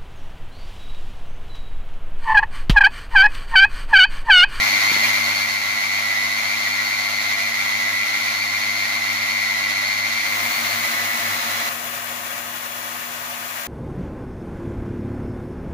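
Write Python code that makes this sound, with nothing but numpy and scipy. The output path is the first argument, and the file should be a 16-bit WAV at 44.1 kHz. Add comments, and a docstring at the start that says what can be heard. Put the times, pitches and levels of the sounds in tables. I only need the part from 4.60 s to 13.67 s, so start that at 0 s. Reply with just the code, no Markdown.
"""A belt-driven spindle whines loudly from the start, throbbing once a turn and sliding upward on each lap of the belt.
This is a benchtop mill cutting nylon, heard first in a wide view, over hum, cutter rasp and two early soft knocks.
Each round of the pocket loads the cutter, and motor speed and whine pitch sag together.
A close view fades in beneath, a little faster and without the whine: a whirr with a bright hiss on the left.
Tones are summed from rotating phases, rasp and hiss are filtered noise, and the wide view ends abruptly."""
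import sys
import numpy as np
from scipy import signal
from scipy.fft import rfft, irfft
from scipy.io import wavfile
from scipy.ndimage import uniform_filter1d

SR = 44100
rng = np.random.default_rng(int(sys.argv[2]) if len(sys.argv) > 2 else 0)


def int16_out(signal):
    """Quantize to a 16-bit WAV file."""
    q = np.round(np.clip(np.atleast_2d(signal).T, -1, 1) * 32767)
    wavfile.write(sys.argv[1], SR, q.astype(np.int16))


N = 399987
TIME = np.arange(N) / SR  # s
BINS = np.fft.rfftfreq(N, 1 / SR)  # Hz

# Levels hold before the fader of their view, except squeaks and knocks, which no fader touches.
# Mean motor speed in the close view. Each row: time in seconds, speed in Hz.
CLOSE_MOTOR = [(6.9, 238.2), (8, 238.7)]
# Modes that carry the whine and its octave, before and after the whine slips flat.
# Each row: frequency in Hz, nominal width in Hz, relative left level in dB, relative right level in dB.
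WHINE_MODES = [(1938, 45, -2, 3.5), (1972, 54, -7, 4), (2116, 58, 1, -20), (2130, 380, -17, -26),
               (2168, 69, -1.5, -7.5), (2340, 34, 3, 1), (2380, 19, 9, 8)]
OCTAVE_MODES = [(3830, 66, 11, 6), (3895, 37, 3.5, -7), (4160, 66, -4, 6.5), (4396, 82, 7.5, 6.5),
                (4614, 43, -3, 6.5), (4615, 73, 2, 9)]
FLAT_MODES = [(1725, 39, 16.5, 9), (1820, 25, 7, -3), (1980, 55, -1, 4.5), (2150, 40, -12, -13),
              (2164, 45, 0.5, -6), (2330, 37, -1, -9)]
FLAT_OCTAVE_MODES = [(3980, 110, 0, -1), (4150, 46, 0.0071, 0)]
# Rush of cutter, fan and bearings. Each row: frequency in Hz, left dB per Hz, right dB per Hz.
WIDE_RUSH = [(40, -86, -88.5), (130, -80.5, -81.5), (495, -78, -79.5), (627, -68.5, -71.5),
             (746, -70.5, -70), (1014, -66.5, -63.5), (1320, -64.5, -64), (1670, -66, -69),
             (2030, -58, -59.5), (2940, -67, -67), (4100, -63.5, -61), (4950, -69, -67), (6670, -67, -68),
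             (7960, -84, -79.5), (11520, -70, -82.5), (13300, -78, -110), (15150, -73.5, -77.5)]
CLOSE_RUSH = [(40, -92, -101), (140, -80.5, -75), (437, -74.5, -95), (606, -72.5, -91), (1144, -63.5, -61),
              (1390, -70.5, -66.5), (1640, -64.5, -76.5), (2520, -64, -74.5), (2980, -71, -70.5),
              (3170, -72.5, -74), (3560, -70.5, -73), (3830, -73, -73), (5130, -73, -80.5),
              (7200, -70, -86), (8200, -77.5, -90), (10700, -70.5, -93), (11900, -70, -99),
              (13700, -74.5, -101.5), (15100, -67.5, -90.6)]
# Narrow peaks of tone and hiss, whose power adds to the rush.
# Each row: frequency in Hz, nominal width in Hz, left dB per Hz, right dB per Hz.
WIDE_PEAKS = [(315, 43, -78, -72), (586, 35, -67, -70), (692, 20, -67.5, -63.5), (826, 20, -80, -64.5),
              (1087, 69, -62.5, -58), (1163, 24, -63, -60), (1258, 23, -63, -62), (1369, 48, -62, -57),
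              (1510, 46, -67.5, -56.5), (1620, 20, -62, -63), (1694, 24, -59.5, -57),
              (2500, 39, -61.5, -64.5), (2750, 23, -62, -63), (3200, 55, -69, -64), (4930, 80, -67, -64)]
CLOSE_PEAKS = [(332, 14, -90, -68), (582, 78, -67.5, -66.5), (699, 29, -68, -57.5), (830, 18, -76, -74),
               (888, 15, -72, -62), (1060, 60, -63, -73), (1260, 42, -58.5, -69), (1475, 70, -60.5, -77),
               (1596, 53, -61.5, -68), (1770, 69, -63.5, -61), (1916, 50, -59.5, -62), (2160, 37, -76, -70),
               (2270, 70, -75, -64), (2855, 110, -65.5, -71), (3347, 33, -59, -71), (4260, 70, -72, -74),
               (5700, 90, -73, -78), (6720, 140, -70.5, -80), (14700, 230, -68.5, -90),
               (15080, 250, -64.5, -90)]
# Hum at 1, 2 and 3 times the spindle's speed, then 1, 3 and 6 times the motor's.
# Each row: left level in dB, right level in dB.
WIDE_HUM = [(-47, -46.5), (-62, -68), (-64, -48), (-44, -46), (-51, -52), (-43.5, -41.5)]
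CLOSE_HUM = [(-53, -54), (-73, -69), (-88, -55), (-45.5, -50), (-62, -62), (-52, -56)]
# Likeness of the rush at the two ears. Each row: frequency in Hz, correlation from -1 to 1.
LIKENESS = [(40, 0.52), (130, 0.74), (450, 0.6), (750, 0.84), (1050, -0.33), (1500, -0.53), (2000, 0.27),
            (4000, -0.055), (15000, 0.0088)]
# Brief clean notes of the whine. Each row: centre time in seconds, peak level in dB, pitch in Hz.
SQUEAKS = [(2.073, -19, 1934), (2.2, -20, 1940), (4.25, -22.5, 1910), (4.82, -21, 1975), (4.95, -23, 1972),
           (5.07, -23, 1980)]
# Soft knocks on the machine. Each row: centre time in seconds, peak level in dB, centre frequency in Hz.
KNOCKS = [(0.319, -23, 265), (0.366, -23.5, 260)]
# Level of the whine's octave. Each row: time in seconds, level in dB.
OCTAVE_LEVEL = [(0, -34.5), (0.4, -34), (0.55, -38), (0.75, -32), (1.1, -34.5), (2.1, -34.5), (2.3, -33),
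                (2.7, -34), (2.9, -35.5), (3.5, -36), (3.7, -33), (4.5, -35), (5, -34), (5.35, -31.5),
                (5.75, -36.5), (6.12, -32.5), (6.28, -42), (7.1, -43)]
# One slide of the whine, rising in two surges, begun anew on every lap of the belt.
# Each row: age in laps, pitch offset in Hz, burst delay in radians, whine throb depth,
# relative whine level in dB, octave throb depth, relative octave level in dB.
SLIDE = [(0, -40, -1.2, 1.5, -21, 1.5, -22), (.17, -26, -.8, 1.7, -1.5, 1.5, 0),
         (.38, 0, -0.1, 1.4, 0, 1.6, 3.5), (.56, -17, .1, 1.2, -1.5, 1, 1.5),
         (.82, 14, 0.26, 2.17, 2, 0.96, 1.5), (1.02, 22, 0.13, 1.9, -0.5, 1, -3),
         (1.2, 8, 0.41, 1.9, -15, 1, -18), (1.45, 8, .6, 1.4, -45, 1, -45)]
# Overtones of the cutter's bite. Each row: multiple of the spindle's speed, left level in dB, right level in dB.
BITE_ORDERS = [(7, -50.5, -52.5), (8, -56, -46.5), (9, -55, -50), (10, -56, -51), (11, -51, -50.5),
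               (15, -53, -56), (17, -47, -50.5), (18, -45.5, -54)]

# Belt drive: motor turns per spindle turn, and spindle turns per lap of the belt
PULLEY_RATIO, TURNS_PER_LAP = 2.289, 13.68
LAP_START_S = 3.0  # one lap of the belt starts here
SLIDE_START = 0.2204  # share of the lap at which a slide begins
# The cutter circles a pocket: each round the load builds up, peaks, and is quickly shed
ROUND_S, HEAVIEST_S, SHED_S, BUILD_S = 1.76, 1.58, .34, .85
# Wide view: motor speed when running light, and its sag under full load
MOTOR_HZ, MOTOR_SAG_HZ = 231.9, 3.7
# The whine goes flat under load; it also grows a little, and falls away in the dissolve
WHINE_HZ, WHINE_SAG_HZ = 2110.8, 29.56
WHINE_DB, WHINE_LOAD_DB, WHINE_FALL_DB_PER_S = -23.5, 1.5, 3.5
WHINE_HELD_BACK_DB = 0.5  # the whine gains less than the rest in the loud opening
WHINE_ROUGH, OCTAVE_ROUGH = .13, .2  # share of random modulation in each tone
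SELF_LIMIT = .27  # share of a flare, in dB, that the chatter holds down
WHINE_LAG, OCTAVE_LAG = 1.55, 0.66  # radians by which the right ear lags
# Late in the dissolve the whine slips flat, then comes in patches
SLIP_S, SLIP_LENGTH_S, SLIP_HZ, FLAT_PATCHY_DB = 6.22, 0.093, 28.05, 1.4
# The wide view opens loud, holds, settles, sinks from the dissolve on, and stops dead
OPENING_DB, OPENING_HOLD_S, SETTLE_S = 4.5, 0.46, 0.51
DISSOLVE_S, SINK_S, SINK_DB, WIDE_END = 5.58, 0.81, 1.5, 7.095
# The close view fades in, stays raised while both views sound, then settles
CLOSE_START_S, CLOSE_RISE_S, OVERLAP_DB, CLOSE_SETTLE_S = 5.5, 0.35, 2.5, 0.34
EDGE_HZ = 15520  # upper limit of the band


def amp(db):
    """Level law: decibels become an amplitude ratio."""
    return 10 ** (np.asarray(db) / 20)


def curve(rows, axis=1):
    """Linear interpolation in time gives one column of a table at every sample."""
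    rows = np.asarray(rows)
    return np.interp(TIME, rows[:, 0], rows[:, axis])


def spectrum(rows, axis=1):
    """Interpolation along log frequency gives one column of a table at every bin."""
    rows = np.asarray(rows)
    return np.interp(np.log(BINS + 1), np.log(rows[:, 0]), rows[:, axis])


def ramp(start, length):
    """Linear transition: rises evenly from 0 to 1."""
    return np.clip((TIME - start) / length, 0, 1)


def wander(rate_hz):
    """Low-passed noise: slow chance of unit size, up to about the given rate."""
    x = irfft(rfft(rng.standard_normal(N)) / np.sqrt(1 + (BINS / rate_hz) ** 4), N)
    return x / x.std()


def angle(hz):
    """Phase is the running integral of frequency."""
    return 2 * np.pi * np.cumsum(hz * np.ones(N)) / SR


def laps(spindle):
    """Belt kinematics: a running count of laps follows from the spindle's angle."""
    start = np.interp(LAP_START_S, TIME, spindle)
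    return (spindle - start) / (2 * np.pi * TURNS_PER_LAP)


def spectral_peaks(rows):
    """Peaked power spectrum: each row adds power around its frequency, at its own level to either ear."""
    power = 0
    for hz, width, *db in rows:
        detuning = (BINS - hz) / (0.64 * width)
        power = power + amp(db)[:, None] ** 2 / (1 + detuning ** 2) ** 2
    return power


def cutting_load():
    """Periodic loading: the cutter's load, 0-1, builds up and is shed on every round of the pocket."""
    since = (TIME - HEAVIEST_S) % ROUND_S
    shed = 1 - since / SHED_S
    build = 1 - (ROUND_S - since) / BUILD_S
    return np.clip(np.maximum(shed, build), 0, 1)


def hum(motor_hz, levels, waver):
    """Rotating unbalance: spindle and motor radiate tones at multiples of their speeds."""
    motor = angle(motor_hz)
    spindle = motor / PULLEY_RATIO
    orders = (spindle, 2 * spindle, 3 * spindle, motor, 3 * motor, 6 * motor)
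    lead = np.array([[.17], [-.17]])  # radians: the left ear is nearer
    return sum(amp(db)[:, None] * np.cos(turn + lead) * (1 + waver * wander(11.4))
               for db, turn in zip(levels, orders))


def rush(shape, peaks, spindle, throb, flutter):
    """Filtered noise: treble pulses once a turn; the mids swell with each belt lap and flutter by chance."""
    left, other = rfft(rng.standard_normal((2, N))) * np.sqrt(SR / 2)
    same = np.clip(spectrum(LIKENESS), -1, 1)
    right = same * left + np.sqrt(1 - same ** 2) * other
    power = amp([spectrum(shape, axis=1), spectrum(shape, axis=2)]) ** 2 + spectral_peaks(peaks)
    noise = np.array([left, right]) * np.sqrt(power)
    treble = irfft(noise * BINS ** 4 / (BINS ** 4 + 3300 ** 4), N)
    mids = irfft(noise * np.exp(-(np.log((BINS + 1) / 3200) / 3.2) ** 2), N)
    lap_swell = flutter * (3.14 * wander(14.6) - np.cos(2 * np.pi * laps(spindle)))
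    return irfft(noise, N) + throb * np.cos(spindle) * treble + lap_swell * mids


def knocks():
    """Heavily damped impact: each knock is one dull push with no ring."""
    out = np.zeros(N)
    for s, db, hz in KNOCKS:
        u = (np.pi * hz * (TIME - s)) ** 2
        out -= amp(db) * (1 - 2 * u) * np.exp(-u)
    return out


def bite(spindle, waver):
    """Periodic forcing: a cutter that bites once a turn gives a buzz of wavering overtones."""
    out = 0
    for k, *db in BITE_ORDERS:
        steady = (1 + waver * wander(19)) * np.cos(k * spindle)
        loose = waver * np.array([wander(13), wander(21)]) * np.sin(k * spindle)  # apart at each ear
        out = out + amp(db)[:, None] * (steady + loose)
    return out


def squeaks(length):
    """Pure tones under bell-shaped envelopes: brief clean notes near the whine's lowest modes."""
    return sum(amp(db) * np.exp(-((TIME - s) / length) ** 2) * np.sin(2 * np.pi * hz * TIME)
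               for s, db, hz in SQUEAKS)


def chatter(spindle, age, pitch_hz, drift_hz, jitter_hz, chirp, uneven, stagger, surge_db):
    """Self-excited vibration: tone and octave burst once a turn, rising in two surges, bursts mostly later with age."""
    ages, *columns = np.transpose(SLIDE)
    offset_hz, delay, throb, db, octave_throb, octave_db = [np.interp(age, ages, column) for column in columns]
    turn = spindle - delay + stagger * wander(35)
    carrier = angle(pitch_hz + offset_hz + drift_hz * wander(14) + jitter_hz * wander(60.5))
    # phase modulation once a turn bends the pitch within each burst
    carrier = carrier - chirp * (1 + 0.31 * wander(36)) * np.cos(turn + 0.39 + 0.46 * wander(16))
    grip = 1 + uneven * wander(30)  # no two turns bite quite alike
    tones = []
    for k, depth, level_db, rough in ((1, throb, db, WHINE_ROUGH), (2, octave_throb, octave_db, OCTAVE_ROUGH)):
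        roughness = wander(260) * np.cos(k * carrier) + wander(140) * np.sin(k * carrier)
        tone = np.cos(k * carrier) + rough * roughness
        # the Bessel function keeps the mean power alike at any depth
        burst = np.exp(depth * grip * np.cos(turn)) / np.sqrt(np.i0(2 * depth * grip))
        tones.append(amp(level_db + surge_db * wander(6.2)) * tone * burst)
    return np.array(tones)


def ring(drive, modes, lag):
    """Modal response with self-limiting: modes colour a tone for either ear and flares are held down."""
    ear_lag = np.exp(-1j * np.array([[0], [lag]]))
    out = irfft(rfft(drive) * np.sqrt(spectral_peaks(modes)) * ear_lag, N)
    power = abs(uniform_filter1d(uniform_filter1d(out ** 2, size=1310), size=880)) + 1e-12
    flare = power / power.mean(axis=1, keepdims=True)
    out = out / flare ** (SELF_LIMIT / 2)
    return out / out.std()


def whine(spindle, load):
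    """Chatter driving modes: rising slides, one a lap, each overlapping the next, ring the machine."""
    flat = ramp(SLIP_S, SLIP_LENGTH_S)
    pitch_hz = WHINE_HZ - WHINE_SAG_HZ * load - SLIP_HZ * flat
    tone, octave = sum(chatter(spindle, (laps(spindle) - SLIDE_START + k) % 2, pitch_hz, drift_hz=7, jitter_hz=12,
                               chirp=0.89, uneven=0.25, stagger=0.2, surge_db=0.5) for k in range(2))
    before, after = np.sqrt(1 - flat), np.sqrt(flat)  # equal-power crossfade
    patches = amp(FLAT_PATCHY_DB * wander(5.7))
    tone = before * ring(tone, WHINE_MODES, WHINE_LAG) + after * patches * ring(tone, FLAT_MODES, WHINE_LAG)
    octave = before * ring(octave, OCTAVE_MODES, OCTAVE_LAG) + after * ring(octave, FLAT_OCTAVE_MODES, OCTAVE_LAG)
    whine_db = WHINE_DB + WHINE_LOAD_DB * load
    whine_db = whine_db - WHINE_FALL_DB_PER_S * np.maximum(TIME - DISSOLVE_S, 0)
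    whine_db = whine_db - WHINE_HELD_BACK_DB * (1 - ramp(OPENING_HOLD_S, SETTLE_S))
    return amp(whine_db) * tone + amp(curve(OCTAVE_LEVEL)) * octave


def close_view():
    """Superposition of rush and hum: the faster cut without the whine fades in."""
    motor_hz = curve(CLOSE_MOTOR) + .5 * wander(1.47)
    spindle = angle(motor_hz / PULLEY_RATIO)
    body = rush(CLOSE_RUSH, CLOSE_PEAKS, spindle, throb=0.067, flutter=0.022)
    body = body + hum(motor_hz, CLOSE_HUM, waver=0.22)
    raised = np.exp(-np.maximum(TIME - WIDE_END, 0) / CLOSE_SETTLE_S)
    return ramp(CLOSE_START_S, CLOSE_RISE_S) * amp(OVERLAP_DB * raised) * body


def wide_view():
    """Load-coupled speed: motor and whine of the cut sag together; it ends within a few milliseconds."""
    load = cutting_load()
    motor_hz = MOTOR_HZ - MOTOR_SAG_HZ * load
    spindle = angle(motor_hz / PULLEY_RATIO)
    body = rush(WIDE_RUSH, WIDE_PEAKS, spindle, throb=0.067, flutter=0.027)
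    body = body + hum(motor_hz, WIDE_HUM, waver=0.21)
    tone = whine(spindle, load) + bite(spindle, waver=0.33)
    opening_db = OPENING_DB * (1 - ramp(OPENING_HOLD_S, SETTLE_S))
    fader = amp(opening_db - SINK_DB * ramp(DISSOLVE_S, SINK_S))
    stop = np.clip((WIDE_END - TIME) / 0.0053, 0, 1)
    return (fader * (body + tone) + squeaks(length=0.0125)) * stop


def scene():
    """Superposition: both views of the mill and the knocks add."""
    return wide_view() + close_view() + knocks()


def record(dry):
    """Band limiting: a steep linear-phase low-pass removes the highest treble."""
    lowpass = signal.firwin(801, EDGE_HZ, window=("kaiser", 9), fs=SR)
    return signal.oaconvolve(dry, lowpass[None], "same")


dry = scene()
out = record(dry)
int16_out(out)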